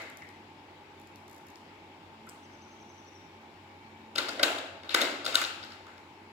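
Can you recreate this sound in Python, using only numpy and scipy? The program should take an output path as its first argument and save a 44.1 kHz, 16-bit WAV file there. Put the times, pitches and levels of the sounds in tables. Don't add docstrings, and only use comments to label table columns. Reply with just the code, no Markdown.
import sys
import numpy as np
from scipy import signal
from scipy.fft import rfft, irfft, next_fast_len
from scipy.io import wavfile
from scipy.ndimage import uniform_filter1d

SR = 44100
rng = np.random.default_rng(int(sys.argv[2]) if len(sys.argv) > 2 else 0)


def log_audio(samples):
    frames = np.atleast_2d(samples).T
    limited = np.clip(frames, -1, 1)
    pcm = np.round(limited * 32767).astype(np.int16)
    wavfile.write(sys.argv[1], SR, pcm)


N = 278694

# pitch_hz, width_hz, level_db
BODY_MODES = [(1130, 260, -11), (1390, 170, 0), (1530, 170, -1), (1970, 200, -3), (2170, 200, -4)]
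SHELL_MODES = [(2832, 480, 8), (2910, 610, 3.5), (3782, 570, 2.5), (4313, 140, 2.5), (4710, 830, 0)]
TRAY_MODES = [(272, 50, -3), (335, 70, -3), (540, 70, 1), (670, 90, -2), (830, 160, -10)]
EDGE_MODES = [(6300, 3400, 11.3), (7070, 1150, 31.6), (10520, 5100, 19.7), (14950, 3100, 8.6)]
# blow_s, level_db, body_db, tray_db, edge_db, body_hz, tray_hz, shell_hz, chatter_s, echo_db
KNOCKS = [(4.155, -32, -6.5, -10.5, -9, 1600, 382, 3020, 0.0055, 7),
          (4.159, -22.5, -9, -14, -10, 1430, 530, 4470, 0.0071, -1),
          (4.177, -31.5, -19, -28, -20, 1500, 500, 2830, 0.014, 6.5),
          (4.183, -18.5, -2.5, -12.5, -7, 1450, 284, 4100, 0.012, -3.5),
          (4.285, -30.5, -1.5, -4, -10, 1490, 517, 4570, 0.0068, -2),
          (4.291, -29.5, -3.5, -4.5, -1, 1480, 285, 4730, 0.0068, -3.5),
          (4.3735, -40.5, -3, 2, -24, 1880, 400, 3800, 0.0057, 5),
          (4.396, -26.5, 4, -1, -13, 1740, 570, 3460, 0.014, -1.5),
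          (4.432, -11.5, -1.5, -11, -5.5, 1540, 680, 3520, 0.014, -3),
          (4.585, -31, -19, -13, -5.5, 1700, 398, 3660, 0.0068, -6),
          (4.834, -43.5, 2.5, -6, -13, 1530, 396, 3700, 0.0069, 7),
          (4.893, -26, -8, -23, -15, 1530, 400, 3820, 0.0082, 7),
          (4.9445, -18.5, 5.5, -6, -0.5, 1900, 353, 3780, 0.005, -2),
          (4.948, -13.5, 1.5, -17.5, -8.5, 1457, 352, 3750, 0.0086, -1),
          (5.008, -33, -6, -3, -17, 2150, 510, 4300, 0.0083, 8.5),
          (5.016, -18.5, -10, -16.5, -2.5, 2090, 487, 3900, .014, -3.5),
          (5.246, -32, -1, -3, -14, 1500, 500, 3900, 0.0037, -6),
          (5.252, -27.5, -14, -17.5, -8.5, 1800, 520, 3930, 0.0088, 7),
          (5.263, -21, -1.5, -11.5, -7, 1640, 496, 4180, 0.0087, -2),
          (5.281, -28.5, -16, -11.5, -12, 2100, 530, 3820, .01, -1),
          (5.325, -29, -25, -34, -17, 1170, 395, 3220, 0.006, 5),
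          (5.3435, -29.5, 6.5, -22, -7, 1390, 400, 3800, .006, 3),
          (5.347, -29, 0, -19, 2.5, 1380, 406, 4200, 0.0074, 5.5),
          (5.3545, -7.5, -13, -27, -8, 1460, 700, 3600, 0.005, -8),
          (5.371, -35, -7, -26, -13, 1810, 600, 4440, 0.011, -13),
          (5.375, -27.5, -15, -26, -7, 1500, 600, 3180, 0.0039, 4.5),
          (5.382, -34, 6.5, -21, -10, 1340, 600, 3800, 0.00775, -1.5),
          (5.4165, -25, 1.5, -11, -4, 1280, 600, 3830, .014, -8),
          (5.429, -26, -19, -21, -9, 1380, 500, 3380, .008, -14),
          (5.44, -25.5, -6, -27, -7, 1380, 500, 3800, 0.0089, -14),
          (5.449, -22.5, -19, -33, -23, 1410, 500, 3930, 0.0056, -4.5),
          (5.628, -37, -12, -27, -23, 1830, 400, 3800, 0.0061, -3),
          (5.637, -36.5, -2, -16, -22, 1390, 400, 4330, 0.0072, 1),
          (5.648, -41.5, -5, -13, -4, 1100, 400, 3800, 0.0036, 1.5),
          (5.706, -49, 0.5, -28, -7, 2290, 400, 4540, 0.0083, 7.5),
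          (5.721, -41, -4, -27, -18, 1220, 397, 4540, 0.0043, -1),
          (5.868, -50, 8.5, -13, -4, 1310, 404, 3820, 0.0082, 4.5),
          (5.98, -49, -3, -23, -7, 2200, 400, 4500, 0.0073, 2)]
OPENING_KNOCK = (-28.5, 9, -4.5, -1, 2035, 700, 3990, .007, -2.5)


def toy_knocks():
    out, t = np.zeros((2, N)), np.arange(SR // 10) / SR
    softness = 1.1
    for (blow_s, level_db, body_db, tray_db, edge_db,
         body_hz, tray_hz, shell_hz, chatter_s, echo_db) in [(-.06, *OPENING_KNOCK), *KNOCKS]:
        progress, rise_s = t / chatter_s, chatter_s * softness / 4
        swell = progress ** softness * np.exp(-4 * progress)
        contacts = swell * rng.standard_normal(len(t)) * amp(4.1 * rng.standard_normal(len(t)))
        contacts[round(rise_s * SR)] += 0.43 * np.linalg.norm(contacts)
        tray = favour(TRAY_MODES, tray_hz, db_per_octave=3.4)
        body = favour(BODY_MODES, body_hz, db_per_octave=14)
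        shell = favour(SHELL_MODES, shell_hz, db_per_octave=16.5)
        parts = [(tray, tray_db), (body, body_db), (shell, 0), (EDGE_MODES, edge_db)]
        direct, around = amp(level_db) * struck(contacts, parts)
        around = hollow_ring(around, [tray_hz, body_hz, shell_hz])
        add(out, blow_s - rise_s, hall(direct, around, echo_db, gap_s=.008 + rise_s))
    return out


def favour(modes, struck_hz, db_per_octave):
    return [(hz, width, db - db_per_octave * abs(np.log2(hz / struck_hz)) + rng.normal(0, 1.5))
            for hz, width, db in modes]


# pitch_hz, width_ratio
WIDENING = [(500, 5.3), (1500, 4), (4000, 1.84)]


def struck(contacts, parts):
    n = len(contacts)
    direct, power, f = np.zeros(n), 0, np.fft.rfftfreq(n, 1 / SR)
    for k, (modes, peak_db) in enumerate(parts):
        ring = amp(peak_db) * resonant(contacts, modes)
        direct += (-1) ** k * ring
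        shape = 0
        for hz, width, db in modes:
            detuning = (hz * hz - f * f) / (f * width * along(WIDENING, hz) + 1e-9)
            shape += (amp(db) / (1 + detuning ** 2)) ** 2
        power += shape / shape.mean() * np.sum(ring ** 2)
    around = np.roll(irfft(np.sqrt(power), n), round(.003 * SR))
    return np.array([direct, around])


# pitch_hz, width_hz, gain_db
HOLLOWS = [(275, 35, 9), (345, 45, 9), (540, 35, 12), (665, 45, 12), (815, 35, 9), (1380, 50, 11),
           (1510, 55, 12), (1620, 45, 8), (2050, 55, 10), (2135, 45, 10), (2700, 45, 11), (3290, 45, 8),
           (3730, 60, 12), (3990, 70, 9)]


def hollow_ring(around, struck_hz):
    modes = []
    for hz, width, db in HOLLOWS:
        octaves_off = np.abs(np.log2(hz / np.array(struck_hz))).min()
        modes.append((hz, width, amp(db - 17 * octaves_off + rng.normal(0, 1.5))))
    rung = filtered(around, lambda f: 4 + sum(gain * resonance(f, hz, w) for hz, w, gain in modes))
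    return rung * np.linalg.norm(around) / np.linalg.norm(rung)


# start_s, peak_db, pitch_hz
TAPS = [(0.2178, -38, 1950), (2.2682, -44, 1450), (2.6592, -51, 1480)]


def toy_taps():
    out, t = np.zeros((2, N)), np.arange(SR // 10) / SR
    for start_s, peak_db, hz in TAPS:
        contacts = t * amp(-60 * t / 0.029) * uniform_filter1d(rng.standard_normal(len(t)), size=10)
        direct, around = struck(contacts, [([(hz, 130, 0)], peak_db)])
        add(out, start_s, hall(direct, around, echo_db=0, gap_s=0.0054))
    return out


# start_s, end_s, shell_rms_db
RATTLES = [(4.961, 5.107, -45), (5.27, 5.334, -56), (5.365, 5.482, -62)]


def wheel_rattle():
    out, jolts_per_s = np.zeros((2, N)), 280
    for start_s, end_s, shell_db in RATTLES:
        n = round((end_s - start_s) * SR)
        jolts = (rng.random(n) < jolts_per_s / SR) * rng.standard_normal(n)
        jolts *= amp(4 * rng.standard_normal(n)) * np.linspace(1, .5, n)
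        jolts = np.pad(jolts, (0, 2000)) + 1e-9
        shaken = sum(amp(shell_db + db) * unit(resonant(jolts, modes))
                     for modes, db in [(SHELL_MODES, 0), (BODY_MODES, 3), (EDGE_MODES, -14)])
        add(out, start_s, hall(shaken, shaken, echo_db=-5.5, gap_s=.008))
    return out


# start_s, middle_peak_db, low_db, high_db, middle_hz
TICKS = [(0.02, -53.5, 11, 9.5, 7360), (0.1, -45, -18, 1, 7300), (0.172, -41, -2, 0, 6900),
         (0.2214, -58, 13, -3, 7400), (0.2893, -49.5, 3, -2, 7160), (1.0727, -52.5, 3, 3, 7300),
         (1.1585, -54, 9, 8, 7340), (1.5572, -52.5, 12, -5, 7400), (2.2683, -58, -11.5, 6, 7400),
         (2.2825, -55, -15, -7, 7900), (2.2905, -42, 2, -5, 7700), (2.2953, -36.5, -13, -9, 7300),
         (2.3013, -49, -5, -11, 7800), (2.3063, -52, -13, -12, 7800)]
# start_s, count, first_peak_db
TICK_RUNS = [(0.997, 2, -57), (1.2795, 7, -53.5), (1.467, 3, -54)]


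def nearby_ticks():
    out, t = np.zeros((2, N)), np.arange(800) / SR
    spacing_s, jitter_s, fade_db, left_lead_s = .0165, .0007, 0.5, .00007
    runs = [(start_s + k * spacing_s + rng.normal(0, jitter_s), db - fade_db * k, -3, 1, 6800)
            for start_s, count, db in TICK_RUNS for k in range(count)]
    for k, (start_s, peak_db, low_db, high_db, hz) in enumerate([*TICKS, *runs]):
        single = k < len(TICKS)
        snap = t * amp(-60 * t / (.003 if single else .009)) * rng.standard_normal(len(t))
        if single:
            snap[30] += np.linalg.norm(snap)
        parts = [([(4800, 4200, 0)], low_db), ([(hz, 2000, 0)], 0), ([(11200, 3800, 0)], high_db)]
        direct, around = amp(peak_db) * struck(snap, parts)
        add(out, start_s, hall(direct, around, echo_db=-5, gap_s=.004))
    out[0] = np.roll(out[0], -round(left_lead_s * SR))
    return out


def bird_trill():
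    out = np.zeros((2, N))
    start_s, spacing_s, first_note_s, first_db, swell_db = 2.426, .096, .042, -69.5, 1.3
    for k in range(9):
        progress = np.linspace(0, 1, round(first_note_s * (1 - .035 * k) * SR))
        top_hz = 6280 - 19 * (k - 3) ** 2
        pitch_hz = top_hz * (1 - (.8 - .05 * k) * (progress - .45) ** 2)
        blur = 1 + (1.5 - .16 * k) * unit(uniform_filter1d(rng.standard_normal(len(progress)), size=80))
        envelope = amp(first_db + swell_db * k) * np.abs(np.sin(np.pi * progress)) ** 0.18
        note = envelope * blur * np.sin(2 * np.pi * np.cumsum(pitch_hz) / SR)
        add(out, start_s + k * (spacing_s - .0007 * k), hall(note, note, echo_db=-1.3, gap_s=0.028))
    return out


# offset_turns, rms_db
FAN_PARTIALS = ([(0, -66)], [(-1, -79), (0, -66), (1, -74), (2, -68), (3, -76), (4, -77)], [(-1, -81),
                (0, -63.5), (1, -73), (2, -80)], [(0, -74)])


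def fan():
    out, t = np.zeros(N), np.arange(N) / SR
    motor_hz, turn_hz = (95.6, 823.6, 893.6, 982.5), 4.92
    for hz, partials in zip(motor_hz, FAN_PARTIALS):
        phase = rng.random()
        for turns, db in partials:
            cycles = (hz + turns * turn_hz) * t + phase + turns ** 2 / 4
            out += np.sqrt(2) * amp(db) * np.sin(2 * np.pi * cycles)
    return out


# start_s, end_s, pitch_hz, width_hz, rms_db
WHINES = [(1.0, 2.1, 5040, 150, -84), (3.548, 4.15, 2300, 80, -65)]


def whines():
    out = np.zeros((2, N))
    for start_s, end_s, hz, width, db in WHINES:
        n = round((end_s - start_s) * SR)
        add(out, start_s, amp(db) * unit(noise_band(n, hz, width)) * np.sqrt(np.hanning(n)))
    return out


# pitch_hz, width_hz, rms_db
DRONES = [(86.6, 2.9, -75.5), (92.6, 20, -70.5), (220.6, 3.7, -66), (271, 4.6, -74), (334.4, 151, -59),
          (897, 420, -64), (2214, 220, -70), (7200, 770, -81.5)]


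def distant_drones():
    return sum(amp(db) * unit(spread(noise_band(N, hz, width), [(hz, 0)])) for hz, width, db in DRONES)


# pitch_hz, relative_db
AIR_TONE = [(25, -71), (45, -11.5), (80, -17), (150, -4.5), (300, -11.5), (450, -8.5), (900, -6.5),
            (1300, -12), (2600, -12), (4500, -23.5), (7500, -33), (9000, -37), (16000, -41)]


def room_air():
    rms_db, patch_db = -55.5, 1.3
    spectra = signal.stft(rng.standard_normal((2, N)), nperseg=512)[2]
    patches = uniform_filter1d(rng.standard_normal(spectra.shape[1:]), 5, axis=0)
    patches = unit(uniform_filter1d(patches, 10, axis=1))
    rush = signal.istft(spectra * amp(patch_db * patches), nperseg=512)[1][:, :N]
    return amp(rms_db) * unit(spread(rush, AIR_TONE))


# pitch_hz, decay_s
HALL_DECAY = [(250, 0.92), (1000, 0.87), (4000, 0.78), (8000, 0.56), (15000, 0.41)]
# pitch_hz, gain_db
HALL_TONE = [(170, -21), (270, 7.5), (450, 3), (900, 5.5), (1450, -2.5), (2400, 0.5), (4000, -3.5),
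             (5500, -0.5), (12000, 0.5)]


def hall(direct, around, echo_db, gap_s):
    hz, t, spectra = signal.stft(rng.standard_normal((2, 3 * SR // 4)), SR, nperseg=256)
    tail = signal.istft(spectra * amp(-60 * t / along(HALL_DECAY, hz)[:, None]), SR, nperseg=256)[1]
    tail = spread(tail / np.linalg.norm(tail[0]), HALL_TONE)
    delayed = np.pad(around, (round(gap_s * SR), 0))
    heard = signal.fftconvolve(delayed[None], amp(echo_db) * tail, axes=1)
    heard[:, :len(direct)] += direct
    return heard


# pitch_hz, correlation
LIKENESS = [(60, 0.9), (250, 0.99), (450, 0.85), (800, 0.55), (1300, 0.12), (2200, 0.031)]


def spread(pair, tone):
    def mid_and_side(hz):
        angle = np.arccos(along(LIKENESS, hz)) / 2
        return amp(along(tone, hz)) * [np.cos(angle), np.sin(angle)]
    mid, side = filtered(pair, mid_and_side)
    return np.array([mid + side, mid - side])


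def resonance(f, hz, width):
    return 1j * f * width / (hz * hz - f * f + 1j * f * width)


def resonant(x, modes, steep_hz=2400):
    ring = filtered(x, lambda f: sum((-1) ** k * amp(db) * resonance(f, hz, w) ** (1 + (hz > steep_hz))
                                     for k, (hz, w, db) in enumerate(modes)))
    return ring / np.abs(ring).max()


def noise_band(n, hz, width):
    return filtered(rng.standard_normal((2, n)), lambda f: np.exp(-2 * ((f - hz) / width) ** 2))


def filtered(x, response):
    size = next_fast_len(x.shape[-1] + 4096)
    return irfft(rfft(x, size) * response(np.fft.rfftfreq(size, 1 / SR)), size)[..., :x.shape[-1]]


def along(points, hz):
    pitches, values = np.transpose(points)
    return np.interp(np.log(hz + 1), np.log(pitches + 1), values)


def amp(db):
    return 10 ** (np.asarray(db) / 20)


def unit(x):
    return x / np.sqrt(np.mean(x ** 2) + 1e-20)


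def add(out, start_s, x):
    i = round(start_s * SR)
    part = x[:, max(-i, 0):N - i]
    out[:, max(i, 0):max(i, 0) + part.shape[1]] += part


def scene():
    toy = toy_knocks() + toy_taps() + wheel_rattle()
    return toy + nearby_ticks() + bird_trill() + room_air() + distant_drones() + whines() + fan()


# pitch_hz, gain_db
LEFT_GAIN = [(300, -0.5), (1200, 1), (2500, 3.5), (4000, 9.5), (5300, 11), (6800, -2), (8500, -0.5),
             (12000, 3)]
# pitch_hz, lag_s
LEFT_LAG = [(250, .00006), (900, .00013), (1400, .00012), (1750, .00032), (2200, .00044), (2900, .00037),
            (3600, .00032)]


def record(dry):
    def microphones(hz):
        left = amp(along(LEFT_GAIN, hz) / 2) * np.exp(-1j * np.pi * hz * along(LEFT_LAG, hz))
        return np.array([left, 1 / left]) * (hz < 16000)
    return filtered(dry, microphones)


dry = scene()
out = record(dry)
log_audio(out)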